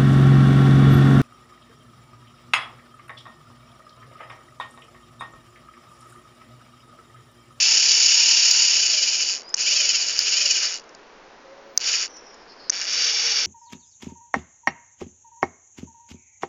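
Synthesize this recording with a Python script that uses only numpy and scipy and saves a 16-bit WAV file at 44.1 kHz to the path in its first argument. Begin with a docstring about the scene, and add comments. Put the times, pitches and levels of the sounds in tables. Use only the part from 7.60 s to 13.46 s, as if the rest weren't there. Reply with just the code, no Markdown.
"""Two small gear motors swing barrier arms on a model railway board, indoors, in stop-start bursts of power.
Meshing teeth strike, scrape and chatter at the tooth rate; the rasp throbs once a wheel turn, then coasts down.
Resonant gearboxes, rattling brackets, a singing plate and a humming board radiate this force.
The near gearbox dominates at first, the far one in the last burst; switch snaps start four of the bursts.
Slack gears knock, thin squeals fill pauses, and steady room noise with faint low tones lies behind."""
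import sys
import numpy as np
from scipy import signal
from scipy.fft import rfft, irfft, next_fast_len
from scipy.io import wavfile
from scipy.ndimage import uniform_filter1d, map_coordinates

SR = 44100
rng = np.random.default_rng(int(sys.argv[2]) if len(sys.argv) > 2 else 0)


def wav_out(sig):
    """Save sig, one row per channel (or a flat mono array), as 16-bit PCM at SR to the path in sys.argv[1]."""
    wavfile.write(sys.argv[1], SR, np.round(np.clip(np.atleast_2d(sig).T, -1, 1) * 32767).astype(np.int16))


N = 258426

# resonances of the near gearbox: centre_hz, width_hz, gain_db
NEAR_BOX_MODES = [(2468, 220, -11), (2970, 187, -4.5), (4050, 150, -12), (4660, 130, 0.5),
                  (5046, 155, -0.5), (5410, 216, -0.5), (5866, 220, -4.5), (6840, 437, -1.5)]
# near gear, teeth meeting per second: at the outset, and the limit under power
START_SPEED, FULL_SPEED = 886, 1000
CREEP_SPEED = 139  # teeth per second; well below it the gears barely sound


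def amp(db):
    """Level to gain: twenty decibels are a factor of ten in amplitude."""
    return 10 ** (np.asarray(db) / 20)


def unit(x):
    """Normalisation: scale to an rms of 1."""
    return x / np.sqrt(np.mean(x ** 2) + 1e-20)


def curves(rows):
    """Linear interpolation in time: one value per sample for each column after the first."""
    times_s, *columns = np.transpose(rows)
    t = np.arange(N) / SR
    return [np.interp(t, times_s, column) for column in columns]


def filtered(x, response):
    """Convolution theorem: filtering multiplies the spectrum by a complex response of frequency."""
    size = 2 * next_fast_len(N // 2 + SR // 4)
    hz = np.fft.rfftfreq(size, 1 / SR)
    return irfft(rfft(x, size) * response(hz), size)[:N]


def coloured(x, points):
    """Minimum-phase filter: folding the cepstrum makes a causal response through (Hz, dB) points."""
    def response(hz):
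        point_hz, point_db = np.transpose(points)
        gain_db = np.interp(np.log(hz + 1), np.log(point_hz), point_db)
        cepstrum = irfft(np.log(amp(gain_db)))
        half = len(cepstrum) // 2
        folded = np.r_[cepstrum[0], 2 * cepstrum[1:half]]
        return np.exp(rfft(folded, len(cepstrum)))
    return filtered(x, response)


def ringing(x, modes):
    """Modal superposition: a sum of damped resonances of alternating sign, each (Hz, width Hz, dB)."""
    def response(hz):
        total = 0
        for k, (centre, width, db) in enumerate(modes):
            damping = 1j * hz * width
            total = total + (-1) ** k * amp(db) * damping / (centre * centre - hz * hz + damping)
        return total
    return filtered(x, response)


def radiated(force, body):
    """Radiation through a body, scaled so that the power of white noise passes unchanged."""
    impulse = np.r_[1., np.zeros(N - 1)]
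    return body(force) / np.linalg.norm(body(impulse))


def burst(decay):
    """Impact noise: a 40 ms scrap of energy 1 that dies exponentially, decay in seconds."""
    t = np.arange(SR // 25) / SR
    x = rng.standard_normal(len(t)) * np.exp(-t / decay)
    return x / np.linalg.norm(x)


def wobble(rate):
    """Band-limited randomness: a smooth curve through rate random knots a second; rate may vary."""
    place = np.cumsum(np.abs(rate) * np.ones(N)) / SR
    return map_coordinates(rng.standard_normal(N // 4), [place], mode="wrap")


def fuzzy(hz, width):
    """Narrow-band noise: random modulation, width knots a second, of a carrier in quadrature."""
    phase = 2 * np.pi * np.cumsum(hz * np.ones(N)) / SR
    return wobble(width) * np.cos(phase) + wobble(width) * np.sin(phase)


def swell(start, end, fade):
    """Linear envelope: fade in, hold, fade out, all in seconds."""
    t = np.arange(N) / SR
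    return np.clip(np.minimum(t - start, end - t) / fade, 0, 1)


def room():
    """Stationary coloured noise: the steady sound of a quiet room."""
    # room spectrum, relative: frequency_hz, density_db
    spectrum = [(25, -14.5), (45, -18.5), (75, -25), (105, -36.5), (135, -21.5), (200, -17), (280, -13),
                (430, -8.5), (600, -11.5), (900, -11), (1350, -14.5), (1700, -16), (3500, -25.5),
                (5700, -26), (7400, -36), (9600, -84.5)]
    return amp(-48.5) * unit(coloured(rng.standard_normal(N), spectrum))


def low_tones():
    """Narrow-band noise: faint low tones that waver by random modulation."""
    # start_s, end_s, pitch_hz, level_db
    tones = [(3.8, 4.204, 546, -52), (5.329, 5.946, 465, -51), (5.452, 5.894, 830, -50.5)]
    sound = np.zeros(N)
    for start, end, hz, db in tones:
        sound = sound + amp(db) * swell(start, end, fade=.08) * fuzzy(hz, width=37)
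    return sound


def squeals():
    """Gliding narrow-band noise: thin airy squeals, mostly between bursts."""
    # start_s, end_s, first_hz, last_hz, width (random knots per s), first_db, last_db
    glides = [(1.823, 1.972, 4750, 5250, 228.8, -42, -45), (4.472, 4.868, 5850, 5110, 850, -49, -57),
              (4.859, 5.13, 4890, 4670, 1498, -54.5, -50)]
    sound = np.zeros(N)
    for start, end, first_hz, last_hz, width, first_db, last_db in glides:
        hz, db = curves([(start, first_hz, first_db), (end, last_hz, last_db)])
        tone = 0.53 * fuzzy(hz, width) + 0.87 * fuzzy(hz, 0.91 * width)
        level = amp(db + 2.9 * wobble(30))
        sound = sound + level * swell(start, end, fade=0.039) * tone
    return sound


def background():
    """Superposition of the room noise, the low tones and the squeals."""
    return room() + low_tones() + squeals()


def snaps():
    """Impact and rebound: the switch contact strikes and bounces once."""
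    # strike_s, level_db (before a common gain), bounce_delay_s, bounce_db (relative to the strike)
    strikes = [(1.942, -1, 0.0024, -6), (2.5905, -0.5, .0016, -8), (4.1759, -0.5, .0024, -7.5),
               (5.0971, -2.5, 0.0035, -3)]
    # relative spectrum of the switch: frequency_hz, gain_db
    switch_spectrum = [(100, -29.5), (300, -29), (1000, -27.5), (1600, -19.5), (2400, -22), (3200, -31),
                       (4200, -15), (4800, -2.5), (5600, -1.5), (6300, 2), (7000, -16), (8000, -22.5)]
    force = np.zeros(N + SR)
    for s, db, delay, bounce_db in strikes:
        for when, level_db in ((s, db), (s + delay, db + bounce_db)):
            hit = burst(decay=0.0009)
            force[round(when * SR):][:len(hit)] += amp(level_db + 12) * hit
    return radiated(force[:N], lambda x: coloured(x, switch_spectrum))


def knocks():
    """Impact excitation: slack wheels jump and knock in the near gearbox; harder ones chatter longer."""
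    # knock_s, level_db (before a common gain)
    blows = [(0.286, -0.5), (0.4304, -1), (0.4604, 1), (0.8544, -13), (0.9109, 3), (1.891, -26.5),
             (2.2911, 0.5), (2.855, -2.5), (2.908, 1), (3.2385, -37), (3.2914, -33), (3.3485, -31),
             (4.567, -34), (4.743, -35.5), (5.1414, -25), (5.1703, -24), (5.213, -9.5)]
    tilt = [(800, -18), (2500, -5.5), (4500, 3.0)]  # Hz, dB
    force = np.zeros(N + SR)
    for s, db in blows:
        hit = burst(decay=np.interp(db, [-30, -5], [.0013, .006]))
        force[round(s * SR):][:len(hit)] += amp(db + 10.5) * hit
    return radiated(force[:N], lambda x: coloured(ringing(x, NEAR_BOX_MODES), tilt))


def drive():
    """Motor kinematics, in teeth per second: exponential approach to full speed, then even slowing."""
    # on_s, off_s, spin_up_s (time constant), slowing (teeth per second each second, once off)
    power_bursts = [(0, 1.088, 1.758, 1181), (1.942, 2.164, .207, 1096), (2.5906, 2.801, .246, 1490),
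                    (4.1755, 4.322, .224, 2656), (5.0965, 5.131, .22, 30), (5.27, 5.56, .17, 300)]
    t = np.arange(N) / SR
    speed = np.full(N, float(START_SPEED))
    for on, off, spin_up, slowing in power_bursts:
        first = round(on * SR)
        powered = np.minimum(t[first:], off) - on
        coasting = np.maximum(t[first:] - off, 0)
        reached = FULL_SPEED + (speed[first] - FULL_SPEED) * np.exp(-powered / spin_up)
        speed[first:] = np.maximum(reached - slowing * coasting, 0)
    return speed


def loudness(speed):
    """Power law: faster teeth strike harder, and the gain dies away at a creep."""
    # about -16 dB at full speed, 11 dB more per tenfold speed
    power_law = amp(-16 + 11 * np.log10(speed / FULL_SPEED + 1e-6))
    return power_law * speed ** 2 / np.hypot(speed ** 2, CREEP_SPEED ** 2)


def throb(speed, depth_db, uneven_db):
    """Amplitude modulation: an off-centre wheel bears down once a turn, never quite alike."""
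    turn_rate = speed / 26  # 26 teeth a turn
    turns = np.cumsum(turn_rate) / SR
    return unit(amp(depth_db * np.cos(2 * np.pi * turns) + uneven_db * wobble(turn_rate)))


def teeth(speed, scatter_db, scrape, chatter, decay, slack):
    """Mesh excitation of even power: each tooth strikes, then scrapes and chatters; decay, slack in s."""
    phase = np.cumsum(speed) / SR
    meet = np.flatnonzero(np.diff(np.floor(phase)))
    chance = rng.standard_normal((len(meet), 2))
    # slack shifts each blow in time, scatter varies its strength
    shift = np.round(slack * SR * chance[:, 0]).astype(int)
    at = np.clip(meet + shift, 0, N - 1)
    blows = np.bincount(at, amp(scatter_db * chance[:, 1]), N)
    # the scrape dies after each blow, the chatter follows the smoothed power
    keep = np.exp(-2 / (decay * SR))
    tails = np.sqrt(signal.lfilter([1 - keep], [1, -keep], blows ** 2))
    smoothed = uniform_filter1d(blows ** 2, SR // 25)
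    power = np.abs(uniform_filter1d(smoothed, SR // 25))
    noise_level = scrape * tails + chatter * np.sqrt(power)
    force = blows + noise_level * rng.standard_normal(N)
    return force / np.sqrt(power * (1 + (scrape + chatter) ** 2) + 1e-4)


def gearboxes(near, far):
    """Forced resonance: each gear train rings its own box, and small boxes radiate little bass."""
    # resonances of the far gearbox: centre_hz, width_hz, gain_db
    far_box_modes = [(2277, 230, -12), (2870, 143, -5), (3475, 470, -10.5), (3980, 160, -8.5),
                     (4587, 237, -1.5), (5166, 320, -1.5), (5440, 277, 1.5), (6390, 1220, -8.5)]
    near_sound = amp(-0.5) * radiated(near, lambda x: ringing(x, NEAR_BOX_MODES))
    far_sound = amp(2.0) * radiated(far, lambda x: ringing(x, far_box_modes))
    return coloured(near_sound + far_sound, [(500, -12.5), (1200, 1.5), (2300, 0)])


def brackets(force, rattle_db, speed):
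    """Structure-borne sound: the gear force rattles the brackets, relatively more at a creep."""
    # relative spectrum of the brackets: frequency_hz, gain_db
    bracket_spectrum = [(100, -39), (300, -19), (550, -8.5), (750, -14.5), (1080, -13), (1300, -3),
                        (1550, 0), (2100, -2), (3600, -10), (4500, -10)]
    creep_db = 7 * np.exp(-speed / CREEP_SPEED)
    shaken = force * amp(rattle_db + creep_db + 5.0)
    return radiated(shaken, lambda x: coloured(x, bracket_spectrum))


def whine(speed):
    """Harmonics through fixed resonances: overtones of the mesh glide past those of a plate."""
    # plate resonances: centre_hz, width_hz, gain_db
    plate_modes = [(2426, 174, 1), (2942, 256, 3)]
    phase = 2 * np.pi * np.cumsum(speed) / SR + 0.03 * wobble(120)
    overtones = np.zeros(N)
    for k in range(3, 9):
        overtones = overtones + np.sin(k * phase) * amp(2.5 * wobble(25))
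    gain = np.interp(speed, [250, 446, 650, 900], [.05, 0.91, .9, 0.67])
    return ringing(overtones, plate_modes) * gain


def mesh_hum(speed, near_level):
    """Fundamental of the mesh: a wavering tone at the tooth rate glides through board resonances."""
    # board resonances: centre_hz, width_hz, gain_db
    board_modes = [(600, 60, -25), (936, 70, -30.5)]
    phase = 2 * np.pi * np.cumsum(speed) / SR + 0.7 * wobble(35)
    return ringing(near_level * amp(2.4 * wobble(22)) * np.sin(phase), board_modes)


def motors():
    """Gear noise: the mesh force of two trains, set by speed and strain, drives boxes, brackets and tones."""
    # time_s, strain_db (added to the level due to speed), rattle_db (of the brackets, before their gains)
    strain = [(0, 0.5, -23), (.7, 1.5, -23.5), (1.15, -.5, -23), (1.7, 0.5, -24), (1.78, -1, -18.5),
              (2.1, -.5, -22.5), (2.54, -1, -19.5), (2.92, -1, -21), (3.06, -0.5, -14.5), (3.2, -2, -20),
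              (4.3, -1, -16.5), (5.2, -2.5, -12.5), (5.45, -5.5, -15), (5.86, -7, -13.5)]
    # time_s, far_share (of the power of the gear force, 0-1)
    far_share = [(0, 0.21), (1.3, 0.13), (1.7, 0.1), (2.9, 0.19), (4.3, 0.34), (5.12, 0.52), (5.4, 0.93),
                 (5.86, 0.94)]
    # time_s, singing_db (gain of the near gear's whine)
    singing_gain = [(0, -10.5), (1.5, -12), (2.1, -9.5), (2.9, -9), (4.3, -10.5)]
    speed = drive()
    far_speed = speed * 1.3
    strain_db, rattle_db = curves(strain)
    level = amp(strain_db) * loudness(speed)
    share = np.clip(curves(far_share)[0], 0, 1)

    depth_db = np.interp(speed, [300, 600, 900], [3.3, 2.9, 2.0])
    load = throb(speed, depth_db, uneven_db=.5)
    near_level = level * np.sqrt(1 - share) * load
    near = near_level * teeth(speed, scatter_db=0.0, scrape=1.78, chatter=0.22, decay=0.0016, slack=.00004)
    far_level = level * np.sqrt(share) * throb(far_speed, depth_db=0.43, uneven_db=1.0)
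    far = far_level * teeth(far_speed, scatter_db=2.0, scrape=1.4, chatter=1.0, decay=0.0012, slack=.0003)

    # the teeth sing where the wheel presses hardest: load counts twice
    singing = amp(curves(singing_gain)[0]) * near_level * load * whine(speed)
    rasp = gearboxes(near, far) + brackets(near + far, rattle_db, speed)
    return rasp + singing + mesh_hum(speed, near_level)


def scene():
    """Superposition: the sounds of board and room add in one channel."""
    return (background() + snaps() + knocks() + motors())[None]


def record(dry):
    """Band limiting and clipping: a microphone dulls the treble, peaks clip, and a low-pass cuts the top."""
    # microphone response: frequency_hz, gain_db
    microphone = [(7000, 0), (7250, -9.5), (7500, -23), (7800, -41.5), (8300, -37.5), (8950, -20.5),
                  (9400, -45.5), (11000, -70.5)]
    x = coloured(dry[0], microphone)
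    ceiling, top_hz = .68, 15850
    return filtered(np.clip(x, -ceiling, ceiling), lambda hz: hz < top_hz)[None]


dry = scene()
out = record(dry)
wav_out(out)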